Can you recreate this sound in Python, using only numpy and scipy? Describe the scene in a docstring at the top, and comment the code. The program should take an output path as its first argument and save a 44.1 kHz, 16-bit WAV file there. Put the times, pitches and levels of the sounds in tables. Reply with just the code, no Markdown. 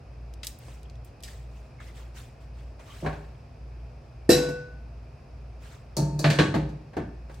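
"""The heavy lid of a pressure canner is lifted, clangs on the pot and clatters down on the stove.
Before that a full jar is handled: its metal lid and screw band click, faint squeaks sound and clothes rustle.
Knocks are bursts of fading noise plus dying tones; cloth, two dull taps and squeaks are shaped noise.
Two motor tones beat slowly over steady hum and airy noise, and a small hard room adds a short echo."""
import sys
import numpy as np
from scipy import signal
from scipy.fft import rfft, irfft, next_fast_len
from scipy.io import wavfile
from scipy.ndimage import uniform_filter1d

SR = 44100
rng = np.random.default_rng(int(sys.argv[2]) if len(sys.argv) > 2 else 0)


def pcm_store(signal):
    """Save signal as 16-bit PCM."""
    levels = np.round(np.clip(np.atleast_2d(signal), -1, 1) * 32767)
    wavfile.write(sys.argv[1], SR, levels.astype(np.int16).T)


N = 326323
TIME = np.arange(N) / SR  # seconds since the scene began
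AGE = np.arange(SR) / SR  # seconds since a knock; each knock is given one second

# how alike steady sounds are at left and right: pitch_hz, likeness (1 = identical)
AIR_LIKENESS = [(60, 1.0), (150, 0.94), (380, 0.85), (950, 0.23), (2380, 0.71), (5980, 0.31),
                (15000, 0.085)]
# how alike knocks and squeaks are at left and right: pitch_hz, likeness (1 = identical)
HIT_LIKENESS = [(150, 1), (300, 0.97), (600, 0.48), (1300, 0.59), (3000, 0.77), (9000, 0.26)]
# the canner lid knocks on pot and stove, levels before each layer's trim:
# start_s, thud_db, clank_db, clank_tilt_db_per_octave, tick_db
LID_KNOCKS = [(3.025, -33, -61, -25, -80), (3.047, -34, -32.5, -9, -63), (3.061, -46, -25, -7.5, -54),
              (3.128, -58, -42, -4.5, -66), (5.967, -24.5, -47.5, 3.5, -30.5),
              (6.191, -33.5, -51.5, 12, -35), (6.242, -22.5, -19.5, -1, -48.5),
              (6.258, -25, -48, 11.5, -45), (6.301, -25.5, -27.5, 4, -36.5), (6.387, -18, -18.5, 0.5, -46),
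              (6.402, -21, -24, -13, -48), (6.541, -20, -29, -3, -53.5), (6.548, -25, -42.5, 0.5, -47.5),
              (6.690, -45, -68, 5, -63.5), (6.933, -54, -46.5, -6, -69), (6.967, -22.5, -29.5, -8, -53.5),
              (7.296, -48, -44.5, -6.5, -89)]
# the lifted lid strikes the pot and chatters, levels before trim: start_s, dull_blow_db, bright_crash_db
CLANGS = [(4.2916, -14.5, -32), (4.300, -23, -21), (4.316, -26, -25.5), (4.330, -33.5, -26),
          (4.377, -26, -40), (4.428, -33.5, -46), (4.487, -32.5, -46.5)]
# clear tones of pot and hanging lid: pitch_hz, level_db, time_to_fade_60_db_s,
# twin_share (its sign may flip the twin), twin_offset_hz
POT_TONES = [(61.4, -5.5, 0.34, 0, 0), (143, -11.5, 1.2, 0, 0), (151, -12, 1.4, 0.18, 0),
             (341.4, 4.5, 0.3, 0.3, 3.5), (366, -5, 0.38, -0.27, 0), (554, -14.5, 0.37, 0.2, -2.5),
             (637, -25.5, 0.252, 0.075, 1), (1108, -24, 0.99, 0, 0), (493, -2.5, 1.02, .7, .8),
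             (1492, -16.5, 1.7, -.85, 1.55), (2702, -15, .42, -.4, 6), (3967, -7, .3, -.9, 11),
             (4834, -12, .33, -.4, 9), (8123, -11, .24, .4, 17), (1812, -5, 0.12, 0.11, 28),
             (2640, -23, 0.88, -.5, 5.5), (3440, -23.5, 0.61, -0.07, 0), (4423, -14, 0.46, 0.35, 37.5),
             (4970, -18, 0.26, -0.18, -1), (5100, -18, .25, 0.12, 0), (5460, -18, 0.23, 0, 0),
             (5815, -19, 0.42, -0.58, 9), (6514, -22, 0.54, -0.22, -4), (7154, -19, .25, -0.4, 2),
             (7330, -19.5, 0.22, -0.36, 1), (7600, -17, 0.23, -0.54, -1), (10100, -22, 0.213, 0.36, 0),
             (11600, -26, .2, 0, 0), (11680, -12.5, .22, -.5, 28)]
SETTLE_S, SETTLE_DB_PER_S = 6.24, 28.5  # from this time the stove damps the low tones as the lid settles


def amp(db):
    """Turns decibels into a gain."""
    return 10 ** (np.asarray(db) / 20)


def evened(x):
    """Scales a signal to an average (rms) level of one."""
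    return x / np.sqrt(np.mean(x ** 2) + 1e-20)


def read(points, hz):
    """Reads a table between its points, with pitch spaced as the ear hears it (logarithmically)."""
    f, value = np.transpose(points)
    return np.interp(np.log(hz + 1), np.log(f + 1), value)


def add(mix, s, sound):
    """Mixes a sound in at time s, cut off at the end of the scene."""
    part = mix[:, round(s * SR):][:, :sound.shape[1]]
    part += sound[:, :part.shape[1]]


def noise(size, spectrum, likeness, tilt=0, bumps=()):
    """Coloured noise of rms one; a shared and an opposed part make left and right partly alike."""
    hz = np.fft.rfftfreq(size, 1 / SR)
    common, apart = rfft(rng.standard_normal((2, size)))
    alike = np.clip(read(likeness, hz), -1, 1)
    mid = common * np.sqrt(1 + alike)
    side = apart * np.sqrt(1 - alike)
    db = read(spectrum, hz) + tilt * np.log2(np.maximum(hz, 500) / 500)
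    # each bump is a broad resonance: centre, width, height in dB
    db = db + sum(height / (1 + (2 * (hz - f) / width) ** 2) for f, width, height in bumps)
    return evened(irfft(np.array([mid + side, mid - side]) * amp(db), size))


def burst(spectrum, t60, tilt=0, length=1, rise=0.00038, early_db=0, bumps=()):
    """Countless close tones struck at once: noise whose bands each die at their own speed."""
    struck = noise(SR, spectrum, HIT_LIKENESS, tilt, bumps)
    hz, t, z = signal.stft(struck, SR, nperseg=256)
    fade_s = np.maximum(length * read(t60, hz)[:, None], .005)
    early = early_db * (np.exp(-t / 0.054) - .5)  # above zero, the start stands out and drops quickly
    z = z * amp(-60 * t / fade_s + early)
    return signal.istft(z, SR, nperseg=256)[1][:, :SR] * (1 - np.exp(-AGE / rise))


def mode(hz, db, t60, twin=0, split_hz=0, spread=0.36):
    """One dying tone; a round shell can split it into twins that beat."""
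    # above the bass, left and right hear it out of step
    out_of_step = spread * min(hz / 500, 1) ** 2 * np.array([[-1], [1]])
    turn = 2 * np.pi * hz * AGE + 2 * np.pi * rng.random() + out_of_step
    pair = np.sin(turn) + twin * np.sin(turn + 2 * np.pi * split_hz * AGE)
    swell = 1 - np.exp(-AGE / (0.00079 + .5 / hz))
    return amp(db - 60 * AGE / t60) * swell * pair


def ring(modes):
    """All the clear tones of one object, sounded together."""
    return sum(mode(*row) for row in modes)


def clusters(modes, share=1):
    """Close tones crowd round each clear upper tone, leaving a peak in the object's noise burst."""
    # crowding at full share: width_hz, height_db
    crowd = (93, 4.85)
    width_hz, height_db = crowd
    return [(hz, width_hz, share * height_db) for hz, *_ in modes if hz > 1400]


def placed(x, lag_ms, balance_db):
    """Places a source off centre by delaying the left side (a negative lag advances it) and by level."""
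    size = next_fast_len(N)
    hz = np.fft.rfftfreq(size, 1 / SR)
    delay = np.exp(-2j * np.pi * hz * lag_ms / 10 ** 3)
    left = irfft(rfft(x[0], size) * delay, size)[:N]
    return np.array([left * amp(balance_db / 2), x[1] * amp(-balance_db / 2)])


def appliances(motor_db=-46.5, air_db=-48.5):
    """Two motors of nearly equal speed throb against each other over hum and moving air."""
    # the slower and the faster motor: pitch_hz
    motors_hz = (57.0, 58.733)
    # steady hum tones: pitch_hz, rms_level_db
    hum_tones = [(101.2, -66), (117.5, -56), (120, -58.5), (129.5, -69.5), (138.9, -58), (240, -66.5)]
    # colour of the moving air: pitch_hz, relative_level_db
    air_colour = [(20, -39.5), (37, -17), (60, -5), (87, -10.5), (125, -11), (165, -19.5), (260, -24.5),
                  (520, -25), (1190, -34), (3340, -51.5), (5300, -48.5), (7500, -58.5), (12000, -63),
                  (16000, -72)]
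    # broad resonances of the airflow: pitch_hz, width_hz, height_db
    fan_bumps = [(676, 200, 4.5), (2525, 500, 11.5), (5000, 1307, 6.5), (9110, 500, 5)]
    slow, fast = (np.sin(2 * np.pi * hz * TIME) for hz in motors_hz)
    motors = amp(motor_db) * np.sqrt(2) * (slow - 0.92 * fast)
    hum = sum(amp(db) * np.sqrt(2) * np.sin(2 * np.pi * (hz * TIME + rng.random())) for hz, db in hum_tones)
    air = amp(air_db) * noise(N, air_colour, AIR_LIKENESS, bumps=fan_bumps)
    return motors + hum + air


def soft_strokes(t, stir_db=-71.5, stir_tilt=-3.4):
    """Each soft sound swells, holds and dies away; gives the joint level in dB and tilt in dB per octave."""
    # cloth brushes, two dull handling taps (1.799 and 2.792 s) and the short airy tail of a jar click
    # (0.457 s): start_s, rise_s, hold_s, level_db, tilt_db_per_octave
    strokes = [(0.457, 0.026, .01, -55.5, 7.5), (0.583, 0.031, 0.14, -57.5, 1.5),
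               (1.04, 0.023, .01, -67, 5), (1.222, 0.064, .02, -53, 2), (1.457, 0.11, .02, -65, 2),
               (1.799, 0.0034, 0.0053, -50.5, -3.5), (1.8, 0.027, .06, -55.5, 0.5),
               (1.931, 0.045, .005, -51.5, 0), (2.137, 0.04, 0.0056, -48, 1.5),
               (2.397, .02, .005, -60.5, -0.5), (2.517, 0.076, .005, -62, 0),
               (2.792, 0.0045, .005, -52.5, -2.5), (2.79, .13, 0.09, -52, 0.5), (5.597, 0.039, 0.1, -55, 0),
               (7.267, .05, .08, -65, 2.5)]
    power = np.full(len(t), amp(stir_db) ** 2)  # clothes never quite at rest
    tilted = power * stir_tilt
    for start, rise, hold, db, tilt in strokes:
        fade_s = 0.15 + 6.8 * rise  # time to fade 60 dB: the slower the swell, the slower the fade
        fade_db = 60 * np.maximum(t - start - rise - hold, 0) / fade_s
        stroke = (np.clip((t - start) / rise, 0, 1) * amp(db - fade_db)) ** 2
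        power = power + stroke
        tilted = tilted + stroke * tilt
    return 10 * np.log10(power), tilted / power


def cloth(grain_db=0.0, grain_hz=300, patchy_db=3):
    """Rubbing cloth makes patchy noise, each fold with its own colour; taps and an airy tail share it."""
    # colour of rubbing cloth: pitch_hz, relative_level_db
    cloth_colour = [(150, -11), (500, 2.5), (1200, 3), (2200, 1.5), (3500, -1.5), (5000, -5), (8000, -5.5),
                    (11000, -15.5), (16000, -15.5)]
    db, tilt = soft_strokes(TIME)
    hz, t, z = signal.stft(noise(N, cloth_colour, AIR_LIKENESS), SR, nperseg=256)
    folds = uniform_filter1d(rng.standard_normal(z.shape[1:]), size=4, axis=0)
    folds = evened(uniform_filter1d(folds, size=4, axis=1))
    octaves = np.log2(np.maximum(hz, 500) / 3000)[:, None]
    z = z * amp(np.interp(t, TIME, tilt) * octaves + patchy_db * folds - 1.5)
    # optional fine level flutter; at 0 dB it has no effect
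    grains = np.interp(TIME * grain_hz, np.arange(N), rng.standard_normal(N))
    return signal.istft(z, SR, nperseg=256)[1][:, :N] * amp(db + grain_db * grains)


def jars(snap_db=3, snap_length=0.31, glass_db=-15):
    """A hard snap, a rattle of the thin band and a glass ring, louder and longer when loosely held."""
    # fingers on the jars, level before the layers' trims and looseness as a factor on fading time:
    # start_s, level_db, tilt_db_per_octave, looseness
    jar_clicks = [(.338, -49.5, 2, 0.29), (.432, -38, -4.5, 1.2), (0.446, -42.5, 8, 1),
                  (.469, -30.5, 6.5, 0.59), (.588, -48, 22, .35), (.683, -48, -16.5, 1),
                  (0.831, -54.5, 2, 0.39), (.898, -56.5, -2, 0.52), (.955, -61, -5, .4),
                  (1.047, -56.5, 13, .8), (1.205, -58, 2, .4), (1.226, -53, 6, 0.72),
                  (1.235, -42, 2.5, 1.6), (1.243, -54, -2, 3.9), (1.278, -53, 0, 1.8),
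                  (7.343, -57.5, 3, 1.2)]
    # colour of a click: pitch_hz, relative_level_db
    click_colour = [(500, -26), (1200, -17), (2000, -4.5), (3000, 0), (4800, 3.5), (7500, -3.5),
                    (10000, -7.5), (14000, -13.5), (16500, -26)]
    # fading of a click before looseness scales it: pitch_hz, time_to_fade_60_db_s
    click_fade = [(1500, 0.18), (5000, 0.076), (14000, 0.12)]
    # clear tones of the jar, before looseness: pitch_hz, relative_level_db, time_to_fade_60_db_s
    jar_tones = [(1844, -13, 0.39), (2860, -6, 0.19), (3830, -9.5, 0.17), (4730, -5, 0.22), (5080, 5, 0.15),
                 (5840, -13, 0.093), (6815, -11, 0.81), (6950, -19, 0.54), (7870, -4, .3), (8296, -2, 0.6),
                 (8700, -7.5, 0.34), (11200, -20, .2)]
    out = np.zeros((2, N))
    for s, db, tilt, loose in jar_clicks:
        snap = amp(snap_db) * burst(click_colour, click_fade, tilt, snap_length * loose, rise=0.0002)
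        rattle = amp(-1.5) * burst(click_colour, click_fade, tilt, loose, bumps=clusters(jar_tones, share=1.2))
        held = [(hz, level, t60 * min(loose / 2, 1)) for hz, level, t60 in jar_tones]
        glass = amp(glass_db) * loose * ring(held)
        add(out, s, amp(db) * (snap + rattle + glass))
    return placed(out, lag_ms=-0.0034, balance_db=0.0)


def squeaks():
    """Skin and rubber stick and slip on metal: faint, narrow bands of noise."""
    # squeaks of handling, level before the ends are faded: start_s, length_s, pitch_hz, level_db
    squeak_list = [(.850, .012, 3050, -61), (1.276, 0.02, 1780, -51), (1.781, 0.057, 2150, -58),
                   (1.852, 0.064, 2040, -60), (2.864, .08, 1160, -57), (2.888, 0.058, 3130, -58)]
    out = np.zeros((2, N))
    for s, seconds, hz, db in squeak_list:
        size = round(max(seconds, .005) * SR)
        width = 0.11 * hz
        band = [(hz / 2, -50), (hz - width, -15), (hz, 0), (hz + width, -15), (hz * 2, -50)]
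        add(out, s, amp(db) * noise(size, band, HIT_LIKENESS) * signal.windows.tukey(size, .5))
    return out


def lid(body_hz=1000, rim_hz=4200, spot_db=3.0, ring_trim_db=-2):
    """The lid's weight thuds, its rim clanks and grazing contacts tick; each wakes its own range of tones."""
    # colour of the thud: pitch_hz, relative_level_db
    thud_colour = [(20, -41), (40, -22), (80, -9.5), (130, -2.5), (190, -5), (270, -0.5), (400, -3),
                   (620, -7), (850, -15.5), (1300, -25), (2500, -62)]
    # colour of the clank: pitch_hz, relative_level_db
    clank_colour = [(150, -6), (400, -4.5), (670, 5), (1100, -1), (1350, -3.5), (1700, -0.5), (2600, -3),
                    (3200, -6.5), (4100, -4.5), (5500, -16.5), (8000, -24), (11000, -37.5), (16000, -43)]
    # colour of the tick: pitch_hz, relative_level_db
    tick_colour = [(2500, -44.5), (3700, -9), (4400, 0), (5300, 0.5), (7200, -3), (9000, -8), (12500, -14),
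                   (16000, -15)]
    # fading of a knock before its length factor: pitch_hz, time_to_fade_60_db_s
    knock_fade = [(100, 0.6), (400, 0.16), (1500, 0.29), (4500, 0.25), (9000, 0.48), (15000, 0.24)]
    # tones of the lid, on pot or stove, before the length factor:
    # pitch_hz, relative_level_db, time_to_fade_60_db_s
    lid_tones = [(61.5, -12, 0.73), (146, 0, 0.65), (153, -2, 1), (184, -5.5, 0.58), (264, -11, 0.3),
                 (405, -13, 0.85), (552, -12, 0.64), (618.4, -10, 0.22), (868, -22, 0.96), (312, -5, .4),
                 (339, -13, .55), (668, -11, .5), (908, -18, .75), (1130, -14, .45), (1502, -11, .45),
                 (1630, -8, .4), (1766, -9, .32), (2530, -17, .28), (4110, -17, .27), (4296, -11, .2),
                 (4624, -9, .2), (1083, -13, 0.53), (2030, -21, 0.22), (2200, -28, 0.52), (2350, -26, 0.14),
                 (2890, -25, 0.4), (4500, -11, 0.15), (6240, -9.5, 0.2), (7316, -26, 0.22)]
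    # a glancing knock, more tick than clank, rings longer: length_factor_when_equal, doublings_per_db
    glancing = (1.08, 0.017)
    peaks = clusters(lid_tones, share=0.27)
    tick_peaks = clusters(lid_tones, share=0.73)
    out = np.zeros((2, N))
    for s, thud_db, clank_db, tilt, tick_db in LID_KNOCKS:
        length = glancing[0] * 2 ** (glancing[1] * (tick_db - clank_db))
        ring_db = thud_db + ring_trim_db - SETTLE_DB_PER_S * max(s - SETTLE_S, 0)
        thud = burst(thud_colour, knock_fade, 0.17 * tilt, length, rise=0.0015, early_db=-4.5)
        clank = burst(clank_colour, knock_fade, tilt, length, early_db=-0.5, bumps=peaks)
        tick = burst(tick_colour, knock_fade, length=length, early_db=16.5, bumps=tick_peaks)
        add(out, s, amp(thud_db) * thud)
        add(out, s, amp(clank_db + 0.5) * clank)
        add(out, s, amp(tick_db - 6.0) * tick)
        for hz, db, t60 in lid_tones:
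            if hz < body_hz:
                drive_db = ring_db
            elif hz < rim_hz:
                drive_db = clank_db + tilt * np.log2(hz / body_hz) - 4.0
            else:
                drive_db = tick_db
            uneven_db = spot_db * rng.standard_normal()  # depends on the spot struck
            add(out, s, mode(hz, db + drive_db + uneven_db, t60 * length))
    return placed(out, lag_ms=0.0075, balance_db=0.1)


def pot(rebound_db=-7, rebound_above_hz=2000):
    """A heavy blow and quick rebounds; each crash wakes the upper tones of the shell again."""
    # colour of the dull blow: pitch_hz, relative_level_db
    blow_colour = [(20, -44.5), (35, -29), (70, -17), (140, -9.5), (240, 0.5), (350, -1), (540, -2),
                   (700, -9), (1000, -20.5), (2000, -48)]
    # colour of the bright crash: pitch_hz, relative_level_db
    crash_colour = [(530, -57), (900, -33), (1460, -12), (2330, -14), (2660, -13.5), (3680, -18.5),
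                    (3910, -3.5), (4250, -13), (5680, -8), (6410, -16.5), (7860, -10.5), (10800, -20),
                    (12000, -15), (15200, -27), (16000, -78)]
    # fading of a clang, shortened for the blow: pitch_hz, time_to_fade_60_db_s
    clang_fade = [(100, 1), (400, 0.18), (1500, 0.67), (5000, 0.34), (9000, 0.35), (15000, .22)]
    out = np.zeros((2, N))
    upper = [row for row in POT_TONES if row[0] > rebound_above_hz]
    peaks = clusters(POT_TONES, share=1.25)
    for s, blow_db, crash_db in CLANGS:
        blow = burst(blow_colour, clang_fade, length=0.52, rise=.0008, early_db=4.5)
        crash = burst(crash_colour, clang_fade, length=1.0, early_db=10.0, bumps=peaks)
        add(out, s, amp(blow_db) * blow)
        add(out, s, amp(crash_db - 3.5) * crash)
        add(out, s, amp(crash_db + rebound_db) * ring(upper))
    return placed(out, lag_ms=0.0093, balance_db=0.1)


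def singing(sing_db=-17.5, grip_s=0.27, grip_db_per_s=38):
    """The hanging lid sings on after the first blow; soon the hand damps it."""
    out = np.zeros((2, N))
    level_db = sing_db - grip_db_per_s * np.maximum(AGE - grip_s, 0)
    add(out, CLANGS[0][0], amp(level_db) * ring(POT_TONES))
    return placed(out, lag_ms=0.0093, balance_db=1.3)


def cavity(boom_db=-1, fade_s=0.61, rise_s=.018):
    """Thuds on the stove make the air under the domed lid boom, ever more weakly as the lid settles."""
    # pitch of the air, wavering and then lower as the gap to the stove closes: time_s, pitch_hz
    boom_pitch = [(5.97, 200), (6.016, 157), (6.07, 146), (6.15, 150), (6.2, 176.7), (6.27, 146.8),
                  (6.47, 143.6), (6.62, 140.9), (6.68, 132)]
    power = np.zeros((1, N))
    for s, thud_db, *_ in LID_KNOCKS:
        if s > CLANGS[-1][0]:  # only knocks after the lid has left the pot
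            settled_db = SETTLE_DB_PER_S * max(s - SETTLE_S, 0)
            db = thud_db + boom_db - settled_db - 60 * AGE / fade_s
            boom = amp(db) * (1 - np.exp(-AGE / rise_s))
            add(power, s, boom[None] ** 2)
    hz = np.interp(TIME, *np.transpose(boom_pitch))
    return np.sqrt(power) * np.sin(2 * np.pi * np.cumsum(hz) / SR)


def kitchen(x):
    """The short diffuse echo of a small hard room: each sound is smeared by a fading noise burst."""
    # fading of the room: pitch_hz, time_to_fade_60_db_s
    room_fade = [(150, 0.61), (1000, 0.57), (5000, 0.54), (9000, 0.36), (14000, .18)]
    tail = burst([(50, -4), (400, -2), (8000, -2.5), (16000, -9)], room_fade, rise=0.0024)
    return signal.fftconvolve(x, tail / np.linalg.norm(tail[0]), axes=1)[:, :N]


def scene():
    """The jars stand close by; the stove, a little farther back, gets more echo."""
    near = jars()
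    far = lid() + pot() + squeaks()
    echo = kitchen(amp(-17.5) * near + amp(-12.0) * far)
    return near + far + singing() + cavity() + echo + cloth() + appliances()


def record(dry, low_cut_hz=38, edge_hz=16200):
    """The recorder's rumble filter takes out the deepest bass; its band limit takes out the top treble."""
    rumble_filter = signal.butter(4, low_cut_hz, "highpass", fs=SR, output="sos")
    lean = signal.sosfilt(rumble_filter, dry)
    band_limit = signal.firwin(511, edge_hz, window=("kaiser", 9), fs=SR)
    return signal.oaconvolve(lean, band_limit[None], "same", axes=1)


dry = scene()
out = record(dry)
pcm_store(out)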